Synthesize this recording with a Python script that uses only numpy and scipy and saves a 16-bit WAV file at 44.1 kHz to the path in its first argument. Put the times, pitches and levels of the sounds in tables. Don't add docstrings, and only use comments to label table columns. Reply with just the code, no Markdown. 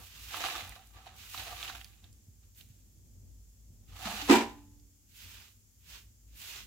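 import sys
import numpy as np
from scipy import signal
from scipy.fft import rfft, irfft, next_fast_len
from scipy.io import wavfile

SR = 44100
rng = np.random.default_rng(int(sys.argv[2]) if len(sys.argv) > 2 else 0)


def pcm_store(signal):
    levels = np.round(np.clip(np.atleast_2d(signal), -1, 1) * 32767)
    wavfile.write(sys.argv[1], SR, levels.astype(np.int16).T)


def convert_level_to_amplitude(level_db):
    exponent = np.asarray(level_db, float) / 20
    return 10 ** exponent


N = 293706
SIZE = next_fast_len(N + SR)

# pitch in Hz, level in dB, time to die by 60 dB in s.
PAN_MODES = [(713, -2, 0.1), (758.6, -0.5, 0.087), (797, -13.5, 0.017), (1160, -12.5, 0.2), (1277, -6, .04),
             (2030, -2.5, 0.03), (2940, -1.5, .02), (3963, 1.5, 0.027)]
# frequency in Hz, level in dB per Hz.
GRIT_TOP = [(4590, -26.5), (7800, -0.5), (8730, -14.5), (9840, 1), (11300, -6), (14500, -3.5), (15600, -6)]


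def rms_one(x):
    return x / np.sqrt(np.mean(x ** 2) + 1e-20)


def at_bins(points):
    hz, value = np.transpose(points)
    return np.interp(np.log(np.fft.rfftfreq(SIZE, 1 / SR) + 1), np.log(hz), value)


def colour(x, spectrum):
    shaped = rfft(x, SIZE) * convert_level_to_amplitude(at_bins(spectrum))
    return rms_one(irfft(shaped, SIZE)[..., :N])


def above(x, hz):
    return signal.sosfilt(signal.butter(3, hz, "high", fs=SR, output="sos"), x)


def drift(rate):
    r = np.exp(-80 * np.pi * rate / SR)
    slow = signal.lfilter([1], [1, -2 * r, r * r], rng.standard_normal(N // 40 + 2002))[2000:]
    return np.interp(np.arange(N) / 40, np.arange(len(slow)), rms_one(slow))


def ring(clicks, hz, t60):
    r, w = convert_level_to_amplitude(-60 / (t60 * SR)), 2 * np.pi * hz / SR
    return signal.lfilter([0, np.sin(w)], [1, -2 * r * np.cos(w), r * r], clicks + 1e-18)


def grains(per_s, spread_db, clump_db, jolt_db):
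    sizes = convert_level_to_amplitude(spread_db * np.minimum(rng.exponential(1, (2, N)), 3.6))
    sizes = sizes * rng.choice([-1, 1], (2, N))
    born = rng.random((2, N)) < per_s / SR
    starts = (rng.random(N) < 25.0 / SR) * rng.random(N)
    jolts = signal.lfilter([1], [1, -np.exp(-70.0 / SR)], starts)
    return rms_one(sizes * born * convert_level_to_amplitude(clump_db * drift(30) + jolt_db * np.minimum(jolts, 1.5)))


def swells(peak_s, peak_db, rise_s, fall_s, shape):
    t = np.arange(0, N + 32, 32)[:, None] / SR - peak_s
    away = np.where(t < 0, -t / np.maximum(rise_s, .003), t / np.maximum(fall_s, .003))
    level_db = np.maximum(peak_db - 20 * away ** shape, -140)
    gain = np.sqrt(np.sum(convert_level_to_amplitude(2 * level_db), axis=1))
    return np.interp(np.arange(N) / 32, np.arange(len(gain)), gain)


def in_time(points):
    first, last = points[0], points[-1]
    rows = [(first[0] - .03, -110, *first[2:]), *points, (last[0] + .03, -110, *last[2:])]
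    s, *columns = np.transpose(rows)
    return [np.interp(np.arange(N) / SR, s, c) for c in columns]


def rug_strokes(slips):
    # frequency in Hz, level in dB per Hz.
    stalk_colour = [(240, -44), (400, -12.5), (520, -21), (613, -14.5), (677, -16), (1130, -9), (1760, -7),
                    (2860, -2.5), (3090, -3.5), (5030, -7), (7150, -10), (8000, -21), (10400, -40.5),
                    (17600, -120)]
    # frequency in Hz, level in dB per Hz.
    tip_colour = [(4590, -32.5), (7800, -5), (8840, -6.5), (11400, -2.5), (12300, -3.5), (14400, 2.5),
                  (15600, -1.5)]
    # fastest moment in s, stalk scratch in dB, rise in s, fall in s, tips in dB over scratch.
    sweeps = [(.03, -58, .08, .07, 1.5), (.17, -56.5, 0.18, 0.14, -5), (.28, -51, 0.15, 0.17, -2),
              (.45, -51.5, 0.19, 0.25, -1.5), (.87, -72, 0.04, .08, 6), (1.21, -54.5, 0.075, 0.19, -3.5),
              (1.39, -48.5, 0.16, .15, -1.5), (1.64, -53.5, 0.23, .22, -2), (2.605, -60, 0.056, .035, 4.5),
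              (2.68, -75.5, .1, 0.23, 1), (3.92, -64.5, .06, .15, -6), (4.101, -46, 0.15, 0.28, -6.5),
              (5.12, -71, .05, .1, 2.5), (5.211, -56, 0.11, 0.24, -1), (5.38, -56, 0.22, 0.16, -5.5),
              (5.83, -74, 0.064, .1, 3.5), (5.94, -51.5, 0.0954, 0.088, -4.5),
              (6.421, -56.5, 0.087, 0.23, 0.5), (6.56, -47, 0.22, .1, -4)]
    shape, split_hz = 2.1, 1500
    tips_lead, bass_lag = 0.28, 0.15

    s, db, rise, fall, tips_db = np.transpose(sweeps)
    stalks = colour(slips, stalk_colour)
    thin = above(stalks, split_hz)
    thick = signal.sosfilt(signal.butter(3, split_hz, fs=SR, output="sos"), stalks)
    thick_db = db - 4.5 - 1.16 * tips_db
    thin_gain = swells(s, db, rise, fall, shape)
    thick_gain = swells(s + bass_lag * fall, thick_db, 0.97 * rise, 0.67 * fall, shape)
    tips_gain = swells(s - tips_lead * rise, db + tips_db, 0.77 * rise, 1.7 * fall, shape)
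    return thin_gain * thin + thick_gain * thick + tips_gain * colour(slips, tip_colour)


def pan_slides(slips, grit):
    # frequency in Hz, level in dB per Hz.
    grit_colour = [(880, -28), (1500, -6.5), (1580, -5.5), (2660, -0.5), (3000, 0), (3330, -3),
                   (3860, -1.5), (4930, -8.5), (7000, -11), (8000, -26), (10400, -47), (17600, -120)]
    # frequency in Hz, level in dB per Hz.
    body_colour = [(150, -45.5), (250, -14), (363, -8.5), (414, -25.5), (480, -8.5), (535, -15),
                   (726, -5.5), (914, -11), (1180, -5), (1420, -16.5), (1800, -13), (2340, -32.5),
                   (3960, -120)]
    # loudest moment in s, rattle in dB, rise in s, fall in s, drumming in dB over rattle.
    slides = [(.01, -63.5, 0.08, 0.075, 4.5), (.35, -40.5, 0.07, 0.13, -7.5), (.37, -38, .012, 0.092, -2),
              (.455, -35, 0.077, 0.22, -5.5), (.555, -43, 0.027, 0.16, -4), (.765, -67.5, .012, 0.082, 5),
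              (.96, -61, .05, 0.49, 1), (1.07, -56.5, 0.16, 0.074, -2.5), (1.346, -42.5, .01, 0.032, -14),
              (1.385, -44, 0.025, 0.13, -9), (1.47, -50, 0.12, .15, -4), (1.53, -51, 0.15, 0.095, -2.5),
              (1.635, -43.5, 0.11, 0.096, -8.5), (1.7, -44.5, 0.14, 0.048, -7.5),
              (1.755, -50, 0.014, 0.066, -7), (1.815, -55, 0.036, 0.031, -13),
              (1.85, -61, 0.017, 0.186, -9.5), (1.96, -77.5, .1, 0.55, -11),
              (2.045, -65.5, .03, 0.051, -5.5), (2.435, -76, .02, .1, -7.5),
              (3.965, -55.5, .07, 0.36, -1.5), (4.076, -40.5, .09, .28, -2.5),
              (4.18, -43.5, .11, 0.19, -7.5), (4.285, -41, 0.09, .03, -28)]
    shape = 0.98

    s, db, rise, fall, drum_db = np.transpose(slides)
    sheet = colour(grit, grit_colour) + convert_level_to_amplitude(-12.5) * colour(grit + 1.3 * slips, GRIT_TOP)
    modes = sum(convert_level_to_amplitude(level + 4.0 * drift(8)) * ring(grit, hz, t60) for hz, level, t60 in PAN_MODES[:5])
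    modes = rms_one(above(above(modes, 600), 600))
    drummed = swells(s, db + drum_db, rise, fall, shape) * (.6 * colour(grit, body_colour) + modes)
    drummed[1] *= .6
    return swells(s, db, rise, fall, shape) * sheet + drummed


def ticks():
    # start in seconds, peak in dB, ring in Hz, snap in dB over peak.
    strikes = [(0.32, -31, 2860, -2), (0.343, -22, 1210, -12), (0.439, -20, 1280, -12),
               (0.454, -30, 750, -5), (0.485, -23, 1260, -9), (0.554, -26, 1160, -2),
               (0.694, -36, 9050, 12), (0.722, -34.5, 2130, -8), (0.761, -38, 766, -7),
               (1.066, -37, 690, -10.5), (1.345, -26.5, 1180, -11), (1.377, -21, 4000, -3),
               (1.419, -33.5, 780, -5), (1.628, -22, 3150, -9), (1.679, -30, 2970, -3.5),
               (1.698, -25, 1330, -11), (1.75, -28.5, 1270, -8), (1.813, -30.5, 3000, -6),
               (1.845, -28.5, 5110, 2), (2.042, -38.5, 4200, 1.5), (2.128, -45.5, 9050, -0.5),
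               (2.549, -52, 5980, 3), (2.58, -54, 3310, -4), (2.61, -37, 3760, -11),
               (2.688, -49.5, 10500, 1), (4.009, -41.5, 810, -8), (0.872, -45, 9150, 1),
               (4.074, -35, 740, -3), (4.126, -25, 1120, 4), (4.798, -50, 5500, -5)]
    out, length = np.zeros(N + SR), SR // 8
    t = np.arange(length) / SR
    for s, peak_db, hz, top_db in strikes:
        burst = rng.standard_normal(length)
        crunch = burst * convert_level_to_amplitude(-60 * t / .014)
        own = ring(crunch, hz, 9.0 / hz)
        uneven_db = rng.normal(0, 3, len(PAN_MODES))
        pan = sum(convert_level_to_amplitude(db + k) * ring(crunch, f, t60) for (f, db, t60), k in zip(PAN_MODES, uneven_db))
        snap = above(burst * convert_level_to_amplitude(-60 * t / 0.0055), 2500)
        on_pan = .5 / (1 + (hz / 2500) ** 4)
        hit = above(own, hz / 2) / np.abs(own).max()
        hit = hit + on_pan * pan / np.abs(pan).max()
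        hit = hit + convert_level_to_amplitude(top_db) * snap / np.abs(snap).max()
        start = round(s * SR)
        out[start:start + length] += convert_level_to_amplitude(peak_db - 5.0) * hit
    return out[:N]


def bin_bang():
    # (pitch in Hz, level in dB, 60 dB decay in s).
    blows = [
        ((4.287, 0.0024), [(1030, -30, 0.11), (803, -28.5, 0.12), (524, -34, 0.12)]),
        ((4.2945, 0.009), [(228.9, -12.5, 0.28), (281.4, -2, 0.15), (345.2, -10, 0.17), (369, -14.5, 0.16), (407, -19, 0.29), (474, -23, 0.2), (627.7, -38, 0.4), (700, -29, 0.32), (990, -18.5, 0.06), (1260, -20, 0.07), (1940, -18, .05)]),
        ((4.326, 0.0089), [(800, -19.5, 0.2), (886, -29.5, 0.084), (953.4, -16.5, 0.25), (1011, -30.5, 0.41), (1074, -35, .2), (1414, -35, .2), (1550, -37, 0.35), (1797, -33, 0.23), (2010, -29, 0.17), (2380, -21, 0.13), (2360, -33.5, 0.2), (2700, -34.5, .12), (4000, -35.5, 0.053)]),
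    ]
    # time in seconds, level in dB, top end in dB over level.
    clatter = [
        (4.272, -52, -7.5),
        (4.302, -22, -15.5),
        (4.344, -23, -13.5),
        (4.506, -54.5, -20),
        (4.64, -81.5, -1.5),
        (4.78, -90, 7),
    ]
    # frequency in Hz, level in dB per Hz.
    clatter_colour = [(150, -30), (250, -9), (349, -11.5), (580, -18), (845, -15.5), (935, -8.5),
                      (1020, -16), (1230, -18.5), (2400, -19.5), (2580, -19.5), (8000, -33.5),
                      (10400, -67.5), (17600, -120)]

    clang = np.zeros(N)
    clatter_db, top_db = in_time(clatter)
    grit = grains(5000, 1.9, 1.6, 3.0)
    for (s, rise_s), modes in blows:
        start = round(s * SR)
        kicks = convert_level_to_amplitude(clatter_db[start:start + SR] - 27) * grit[0, start:start + SR]
        kicks[0] = 1
        swell = 1 - np.exp(-np.arange(SR) / SR / rise_s)
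        clang[start:start + SR] += swell * sum(convert_level_to_amplitude(db) * ring(kicks, hz, t60) for hz, db, t60 in modes)
    rattle = convert_level_to_amplitude(clatter_db + 1.0) * colour(grit, clatter_colour)
    rattle = rattle + convert_level_to_amplitude(clatter_db + top_db) * colour(grit, GRIT_TOP)
    return above(above(clang, 190.1), 190.1), above(rattle, 220)


def thuds():
    # start in seconds, level in dB, pitch in Hz, 60 dB decay in s.
    bumps = [
        (2.283, -41.5, 94.5, 0.056),
        (2.70, -44, 110, .09),
        (3.702, -50, 151, 0.079),
        (4.056, -34, 215, 0.15),
        (4.076, -41.5, 189.4, 0.19),
        (4.133, -41, 210, 0.19),
        (4.223, -42.5, 290, 0.25),
        (5.878, -57, 171, 0.13),
    ]
    # pitch in Hz, level in dB, 60 dB decay in s.
    after_ring = [
        (290, -40, 1.1),
        (862, -40, .65),
        (1815, -43, .45),
    ]
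    out = np.zeros(N)
    for s, db, hz, t60 in [*bumps, *[(4.31, db, hz, t60) for hz, db, t60 in after_ring]]:
        start = round(s * SR)
        click = np.zeros(min(SR, N - start))
        click[0] = convert_level_to_amplitude(db)
        soft_start = np.minimum(np.arange(len(click)) / SR / 0.0027, 1)
        out[start:start + SR] += ring(click, hz, t60) * soft_start
    return out


def pair(mid, side):
    # frequency in Hz, left-right likeness from 0 to 1.
    likeness = [(60, .88), (130, .85), (290, .75), (640, 0.54), (1400, 0.17), (3100, 0.064), (7000, 0.044),
                (15000, .01)]
    alike = np.clip(at_bins(likeness), 0, 1)
    m = rfft(mid, SIZE) * np.sqrt((1 + alike) / 2)
    s = rfft(side, SIZE) * np.sqrt((1 - alike) / 2)
    return np.array([irfft(m + s, SIZE)[:N], irfft(m - s, SIZE)[:N]])


def smear(x, t60):
    t = np.arange(SR // 2) / SR
    burst = rng.standard_normal(len(t)) * convert_level_to_amplitude(-60 * t / t60)
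    return signal.fftconvolve(x, burst / np.sqrt(np.sum(burst ** 2)))[:N]


def room(mid, side, wet_db):
    t60_s = 0.36
    return pair(mid + convert_level_to_amplitude(wet_db) * smear(mid, t60_s), side + convert_level_to_amplitude(wet_db) * smear(side, t60_s))


def background():
    # time in seconds, rumble level in dB.
    rumble_level = [(0.0, -46), (0.02, -55.5), (0.7, -51.5), (0.74, -57.5), (1.67, -53.5), (2.54, -57.5),
                    (3.39, -53), (3.45, -58), (4.38, -49), (4.58, -53), (5.21, -60.5), (5.25, -52),
                    (5.45, -60.5), (6.66, -54.5)]
    # frequency in Hz, level in dB per Hz.
    rumble_colour = [(30, -25.5), (42, -7), (55, 4), (72, -14), (95, -4), (125, -19), (170, -23.5),
                     (230, -22), (320, -30.5), (500, -37.5), (700, -44), (1000, -54), (1400, -81.5)]
    # frequency in Hz, level in dB per Hz.
    hiss_colour = [(470, -40), (800, -12.5), (988, -15.5), (1250, -16), (2950, -13.5), (3380, -10.5),
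                   (3780, -15), (4730, -9), (7310, -0.5), (8170, -8), (8700, -11), (12300, -8), (15600, -8)]
    s, db = np.transpose(rumble_level)
    level = convert_level_to_amplitude(np.interp(np.arange(N) / SR, s, db) + 1.5 * drift(6))
    rumble = colour(pair(*rng.standard_normal((2, N))), rumble_colour)
    return level * rumble + convert_level_to_amplitude(-66.5) * colour(rng.standard_normal((2, N)), hiss_colour)


def scene():
    room_db = -9.5
    slips, grit = grains(10000, 1.9, 0.94, 2.5), grains(2500, 3.2, 2.4, 5.0)
    strokes = rug_strokes(slips) + pan_slides(slips, grit)
    struck = above(ticks(), 730)
    near = room(strokes[0] + struck, strokes[1] + 0.49 * smear(struck, .008), room_db)
    near = near * convert_level_to_amplitude(np.array([[-1.9], [1.9]]))
    clang, rattle = bin_bang()
    bang = room(clang + rattle[0], 0.45 * smear(clang, .05) + rattle[1], room_db - 3.0)
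    bang = bang * convert_level_to_amplitude(np.array([[-.8], [.8]]))
    bumps = thuds()
    return convert_level_to_amplitude(0.5) * near + bang + pair(bumps, .5 * smear(bumps, .04)) + background()


def band_limit(x):
    return signal.sosfilt(signal.butter(12, 15830, fs=SR, output="sos"), x)


def record(dry):
    mic_low_hz, cutoff_hz = 42.6, 15830
    spectrum = rfft(above(above(dry, mic_low_hz), mic_low_hz), SIZE)
    spectrum[:, round(cutoff_hz * SIZE / SR):] = 0
    return band_limit(irfft(spectrum, SIZE)[:, :N])


dry = scene()
out = record(dry)
pcm_store(out)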